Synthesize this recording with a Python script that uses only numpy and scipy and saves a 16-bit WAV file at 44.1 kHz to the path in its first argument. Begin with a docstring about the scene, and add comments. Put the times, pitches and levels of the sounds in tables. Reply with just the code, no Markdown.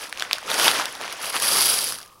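"""Toy bricks pour out of a thin plastic bag onto a wooden table, close by in a small room.
The bricks click against each other with short, bright rings and patter dully on the table
until the heap settles. As the bag is lifted and emptied, its stiff plastic crinkles, its folds
snap through, and the bricks hiss softly as they slide over it. A quiet room tone lies underneath."""
import sys
import numpy as np
from scipy import signal
from scipy.fft import rfft, irfft, next_fast_len
from scipy.io import wavfile
from scipy.ndimage import map_coordinates

SR = 44100
rng = np.random.default_rng(int(sys.argv[2]) if len(sys.argv) > 2 else 0)


def store_pcm(level_fs):
    """Save levels as 16-bit WAV."""
    pcm = np.round(np.clip(level_fs, -1, 1) * 32767).astype(np.int16)
    wavfile.write(sys.argv[1], SR, np.atleast_2d(pcm).T)


N = 97020  # 2.2 seconds


def amp(db):
    """Turn decibels into a number to multiply by."""
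    return 10 ** (np.asarray(db) / 20)


def unit(x):
    """Scale a sound to an average power of 1."""
    return x / np.sqrt(np.mean(x ** 2) + 1e-20)


def value_at(points, hz):
    """Read between (pitch_hz, value) points on a log pitch scale."""
    pitches, values = np.transpose(points)
    return np.interp(np.log(hz + 1), np.log(pitches + 1), values)


def shape_tone(x, points):
    """Make some pitches louder and others softer, following (pitch_hz, level_db) points."""
    size = next_fast_len(N + SR // 4)
    gains = amp(value_at(points, np.fft.rfftfreq(size, 1 / SR)))
    cepstrum = irfft(np.log(gains), size)
    cepstrum[1:size // 2] *= 2  # folded so the filter rings after a click, never before
    cepstrum[size // 2:] = 0
    return irfft(rfft(x, size) * np.exp(rfft(cepstrum)), size)[:N]


def cut_bass(x, hz):
    """Turn down everything below the given pitch."""
    return signal.sosfilt(signal.butter(2, hz, "high", fs=SR, output="sos"), x)


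def seconds(samples):
    """The time of each sample."""
    return np.arange(samples) / SR


def fade(t, fade_s):
    """Die away by 60 dB every fade_s seconds."""
    return np.exp(-np.log(1000) * t / fade_s)


def place(times, sounds):
    """Add each row of sound to the track at its start time."""
    at = np.round(np.abs(times) * SR).astype(int).reshape(-1, 1) + np.arange(sounds.shape[1])
    return np.bincount(at.ravel(), sounds.ravel(), N)[:N]


def wobble(per_s):
    """A smooth curve through per_s random values a second."""
    return map_coordinates(rng.standard_normal(1000), [np.arange(N) * per_s / SR], mode="mirror")


def random_touches(level_db, peak_per_s, scatter_db, count=9000):
    """Times and sizes of small touches: more in a strong flow, but smaller, so the power stays even."""
    per_s = peak_per_s * amp(0.4 * (level_db - level_db.max()))
    so_far = np.cumsum(per_s) / SR
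    jitter, size, sign = rng.standard_normal((3, count))
    turn = np.arange(count) + jitter
    times = np.interp(turn, so_far, seconds(N))
    sizes = np.sign(sign) * amp(scatter_db * np.clip(size, -2, 2))
    sizes /= np.sqrt(np.interp(turn, so_far, per_s))
    used = min(int(so_far[-1]), count)
    return times[:used], (sizes * (turn > 0))[:used, None]


def tap_shower(level_db, peak_per_s, middle_hz, fade_cycles, spread, scatter_db, samples, count=9000):
    """Many short rings of scattered pitch, each with a quick echo off the table and the heap."""
    times, sizes = random_touches(level_db, peak_per_s, scatter_db)
    detune = 2 * np.tanh(rng.standard_normal((count, 1)) / 2)[:len(times)]
    hz = middle_hz * np.exp(spread * detune)
    echo_s = 0.005 * rng.random(count)[:len(times)]
    t = seconds(samples)
    rise = 1 - np.exp(-t * hz / 0.69)  # swells in about one cycle
    rings = sizes * np.sqrt(hz) * np.sin(2 * np.pi * hz * t) * rise * fade(t, fade_cycles / hz)
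    return place(times, rings) + amp(-5.5) * place(times + echo_s, rings)


# The tone of the quiet background: pitch_hz, level_db
BACKGROUND_TONE = [(25, -3), (70, -3), (130, -3), (250, -10.5), (550, -5), (750, -10), (1000, -1),
                   (1230, 4.5), (1500, -25), (4000, -17), (15000, -20.5)]
def room_tone():
    """A faint, steady noise fills the room."""
    return amp(-53) * unit(shape_tone(rng.standard_normal(N), BACKGROUND_TONE))


# How long the room rings: pitch_hz, fade_s
ECHO_FADES = [(100, 0.84), (1000, 0.11), (5000, 0.21), (15000, 0.18)]
def room_echo(x):
    """The walls answer after 5 milliseconds; the bass lasts longest."""
    hz, t, noise = signal.stft(rng.standard_normal(SR // 2), SR, nperseg=256)
    tail = signal.istft(noise * fade(t, value_at(ECHO_FADES, hz)[:, None]), SR, nperseg=256)[1]
    tail = np.concatenate([np.zeros(SR // 200), tail / np.linalg.norm(tail)])
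    return signal.fftconvolve(x, tail)[:N]


# The tone of the crinkling plastic: pitch_hz, level_db
CRINKLE_TONE = [(100, -8.5), (450, -1.5), (800, -1.5), (1200, 1.5), (1900, 0.5), (3000, 2.5), (5000, -3.5),
                (7500, -0.5), (16000, 3)]
# The tone of bricks sliding on plastic: pitch_hz, level_db
SLIDE_TONE = [(100, -20), (1000, -14), (3000, 3.5), (5500, 11.5), (7500, -1), (10000, 4), (12500, -23),
              (16000, -14)]
def bag_crinkle(level_db):
    """The bag creases and is drummed by the bricks, which hiss softly as they slide over it."""
    taps = tap_shower(level_db, peak_per_s=4000, middle_hz=1908, fade_cycles=10.9,
                      spread=0.785, scatter_db=3.5, samples=500)
    crinkle = unit(shape_tone(taps, CRINKLE_TONE))
    slide = unit(shape_tone(rng.standard_normal(N), SLIDE_TONE))
    return amp(level_db - 2) * (crinkle + amp(-8.5) * slide)


# Each snap of a fold, before its parts' gains: start_s, body_db, body_hz, crack_db, crack_hz, puff_db
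FOLD_SNAPS = [(0.0961, -47, 1074, -37, 4350, -38), (0.1265, -22, 1700, -21.5, 2310.0, -33),
              (0.1742, -42, 703.4, -24.5, 2620, -38.5), (0.1973, -34, 1810.0, -19, 4170, -35),
              (0.2068, -32, 1200, -20.5, 3050, -39), (0.223, -15, 1550, -13.5, 3330, -30),
              (0.2497, -32, 1800.0, -24.5, 2200, -55), (0.3113, -19, 1120, -12.5, 2460, -33),
              (0.3171, -27, 1380, -27, 3670, -40), (0.3309, -33, 1340, -10, 3580, -18),
              (0.3835, -24.5, 1480.0, -50, 2140, -35), (0.429, -24.5, 764, -40, 2920, -52),
              (0.5013, -22, 1330, -16, 3130, -26.5), (0.5156, -18, 1230, -15, 3700, -28.5),
              (0.542, -23, 1603, -17, 4700.0, -23.5), (0.5804, -41, 650.0, -19.5, 4600, -31),
              (0.5985, -19.5, 1390.0, -12.5, 3040, -22), (0.6795, -10.5, 1640, -9, 2650, -35),
              (0.6809, -21, 1710, -2, 3390, -29), (0.7145, -18, 1689, -16, 2850, -24.5),
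              (0.7974, -13.5, 1330, -38, 2630.0, -47), (0.821, -29, 1162, -21.5, 2850, -38),
              (0.856, -25, 1382, -26, 3410.0, -26), (0.9525, -33.5, 1120.0, -31.5, 5193, -37.5),
              (1.0127, -24, 853, -32.5, 2620, -35.5), (1.037, -27, 1019, -27, 3100, -40),
              (1.045, -23, 1310.0, -36.5, 2800.0, -50), (1.0786, -26.5, 1010, -24.5, 2413, -38),
              (1.3427, -23, 1650.0, -28, 2330, -31), (1.3654, -22, 980.0, -14, 2633, -28),
              (1.9227, -30.5, 1346, -19, 4598, -29)]
# The high rings in one crack: times_crack_pitch, level_db
CRACK_RINGS = [(1, 0), (1.36, -8), (1.7, -9)]
# The tone of a snap's puff of noise: pitch_hz, level_db
PUFF_TONE = [(100, -19), (600, 14.5), (2000, 7.5), (6000, 10), (7500, 4.5), (10000, 7), (16000, -9)]
def bag_snaps():
    """A fold pops through: a low ring, a few high ones, a ringing air pocket and a puff of noise."""
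    times, body_db, body_hz, crack_db, crack_hz, puff_db = np.transpose(FOLD_SNAPS)[:, :, None]
    t = seconds(600)
    body = amp(body_db + 8.5) * np.sin(2 * np.pi * body_hz * t) * fade(t, 0.0065)
    high_rings = sum((-1) ** k * amp(db) * np.sin(2 * np.pi * ratio * crack_hz * t)
                     for k, (ratio, db) in enumerate(CRACK_RINGS))
    crack = amp(crack_db + 6.5) * high_rings * fade(t, 0.0052)
    air_pocket = amp(body_db - 2.5) * np.sin(2 * np.pi * 680 * t) * fade(t, 0.0052)
    puff = amp(puff_db + 10.5) * rng.standard_normal(body.shape) * fade(t, 0.0046)
    rise = 1 - np.exp(-t / 0.00023)
    rings = place(times, rise * (air_pocket - body + crack))
    puffs = shape_tone(place(times, rise * puff), PUFF_TONE)
    return cut_bass(rings + puffs, hz=700)  # the snaps carry no bass


# The tone of knocks on the wooden table: pitch_hz, level_db
TABLE_TONE = [(30, 1.5), (80, -6), (200, 0), (500, 12), (900, 9), (2000, 12.5), (8000, -6)]
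def table_patter(level_db):
    """Bricks knock dully on the table top."""
    knocks = tap_shower(level_db, peak_per_s=600, middle_hz=369, fade_cycles=4.2,
                        spread=0.81, scatter_db=0.5, samples=2000)
    return amp(level_db - 4.5) * unit(shape_tone(knocks, TABLE_TONE))


# The notes a struck brick rings with: pitch_hz, level_db, fade_s, spread_share_of_pitch
BRICK_NOTES = [(3280, -7.5, 0.018, 0.027), (4795, -2, 0.024, 0.018), (5650, -5.5, 0.0058, 0.17),
               (9200, 3, 0.007, .09), (10483, 0, 0.034, .018), (11340, 0, 0.011, 0.053),
               (13100, -14, .004, 0.27)]
def brick_rings(bricks, low_db=0, high_db=0):
    """One ring per row; every brick's notes differ a little in pitch and strength."""
    t, rings = seconds(900), 0
    for hz, db, fade_s, spread in BRICK_NOTES:
        detune, strength = rng.standard_normal((2, 4000, 1))[:, :bricks]
        gain = amp(db + (low_db if hz < 7000 else high_db) + 2 * strength)
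        own_hz = hz * (1 + spread * detune)
        rings = rings + gain * np.sin(2 * np.pi * own_hz * t) * fade(t, fade_s)
    return rings


# The tone of the dry crack of brick on brick: pitch_hz, level_db
BRICK_CRACK_TONE = [(100, -47), (500, -36.5), (1500, -14.5), (3200, 7.5), (5500, 13), (7300, 2.5),
                    (10000, 6.5), (16000, -3)]
def brick_cracks(times, bursts):
    """Each burst of noise becomes the bright, dry crack of two bricks meeting."""
    return shape_tone(place(times, bursts), BRICK_CRACK_TONE)


# Hard brick-on-brick hits, before their parts' gains: start_s, low_notes_db, high_notes_db, crack_db
BRICK_HITS = [(0.5912, -38, -20, -31), (0.6318, -28, -26, -23.5), (0.6432, -26, -14, -16.5),
              (0.764, -29, -34, -42), (0.9256, -43, -33.5, -70), (1.1257, -37.5, -31.5, -27),
              (1.228, -33, -26, -32.5), (1.2565, -28, -27, -30.5), (1.2986, -35.5, -22.5, -32),
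              (1.4001, -22, -23.5, -20), (1.423, -22, -13.5, -23), (1.4814, -14, -19.5, -20),
              (1.534, -19, -13.5, -21.5), (1.5693, -11, -31, -22.5), (1.6162, -19, -10.5, -22),
              (1.6241, -17, -24, -15), (1.6507, -26, -32, -30.5), (1.6567, -35, -17, -23),
              (1.699, -20.5, -16.5, -30), (1.711, -24, -29, -29), (1.74, -20, -14, -22),
              (1.7882, -15, -29, -19), (1.808, -23, -27, -31), (1.8421, -20.5, -16, -42),
              (1.9865, -39, -40, -31), (2.0148, -36.5, -48, -43), (2.0292, -44, -58, -37.5),
              (2.06, -44.5, -44, -43), (2.077, -47.5, -53.5, -49.5)]
def hard_hits():
    """Single bricks land harder than the rest; where they are struck decides which notes ring."""
    times, low_db, high_db, crack_db = np.transpose(BRICK_HITS)[:, :, None]
    rings = brick_rings(len(times), low_db, high_db)
    t = seconds(rings.shape[1])
    bursts = amp(crack_db + 1.5) * rng.standard_normal(rings.shape) * fade(t, 0.0068)
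    return amp(-3.5) * place(times, rings) + brick_cracks(times, bursts)


def tumbling_bricks(level_db):
    """Bricks knock together: many dry cracks and fewer bright rings, which the bag muffles at first."""
    pour_start_s, pour_rise_s, muffle_db = 1.15, 0.081, -2.5
    touches = dict(peak_per_s=1700, scatter_db=4, count=4000)
    times, sizes = random_touches(1.7 * level_db, **touches)  # rings thin out faster in the lulls
    in_bag = 1 - np.clip((seconds(N) - pour_start_s) / pour_rise_s, 0, 1)
    rings = amp(muffle_db * in_bag) * unit(place(times, sizes * brick_rings(len(times))))
    times, sizes = random_touches(level_db, **touches)
    t = seconds(250)
    rise = 1 - np.exp(-t / 0.00024)
    bursts = rng.standard_normal((4000, len(t)))[:len(times)] * rise * fade(t, 0.0054)
    cracks = unit(brick_cracks(times, sizes * bursts))
    return amp(level_db + 0.5) * unit(rings + amp(-1.5) * cracks)


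# How the flow swells and dies down, before each layer's gain: time_s, patter_db, crinkle_db, click_db
BRICK_FLOW = [(0.0, -48.0, -37.5, -41.0), (0.039, -43, -33.5, -38.5), (0.09, -52.0, -43.5, -52.5),
              (0.151, -49, -41.0, -53.5), (0.21, -43, -31.5, -41.5), (0.29, -50.5, -41.0, -60.5),
              (0.35, -42, -32.0, -47.5), (0.411, -51.5, -41, -53), (0.459, -40.5, -36.5, -47),
              (0.51, -33.0, -24.0, -31), (0.558, -33.5, -26.0, -31.5), (0.65, -26.0, -18.5, -21.0),
              (0.72, -33.5, -23.5, -29.5), (0.8, -33.0, -23.0, -34), (0.89, -42, -35.0, -45.0),
              (0.949, -47.0, -38.5, -49.0), (1.04, -39, -32.5, -47.0), (1.171, -47.0, -35.5, -49.5),
              (1.25, -37.5, -30.0, -33.5), (1.319, -43.0, -34.0, -37.0), (1.359, -34, -23.5, -31.0),
              (1.39, -39.0, -31, -34.5), (1.43, -37.5, -26, -24.0), (1.59, -31.5, -23.5, -20.0),
              (1.659, -39.5, -30.5, -21.5), (1.78, -38.0, -29.5, -24.5), (1.9, -44, -37.5, -29.0),
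              (1.999, -53, -44.5, -45), (2.098, -65, -56, -62), (2.2, -74.0, -69, -68.5)]
def scene():
    """Table, bag and bricks sound together in the room, over its quiet background."""
    times, *levels = np.transpose(BRICK_FLOW)
    rush_db = 1.34 * wobble(per_s=70)  # the bricks move in little rushes
    patter_db, crinkle_db, click_db = [np.interp(seconds(N), times, db) + rush_db for db in levels]
    clatter = table_patter(patter_db) + bag_crinkle(crinkle_db) + tumbling_bricks(click_db) + hard_hits()
    snaps = bag_snaps()
    echo = room_echo(amp(-14) * clatter + amp(-17.5) * snaps)  # the snaps are nearest, so echo least
    sound = cut_bass(clatter + snaps + echo, hz=80)
    return (sound + room_tone())[None]


def record(dry):
    """Clip any peaks past full scale and remove the very highest treble."""
    top_hz = 15800
    size = next_fast_len(N + SR // 4)
    spectrum = rfft(np.clip(dry, -1, 1), size)
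    return irfft(spectrum * (np.fft.rfftfreq(size, 1 / SR) < top_hz), size)[..., :N]


dry = scene()
out = record(dry)
store_pcm(out)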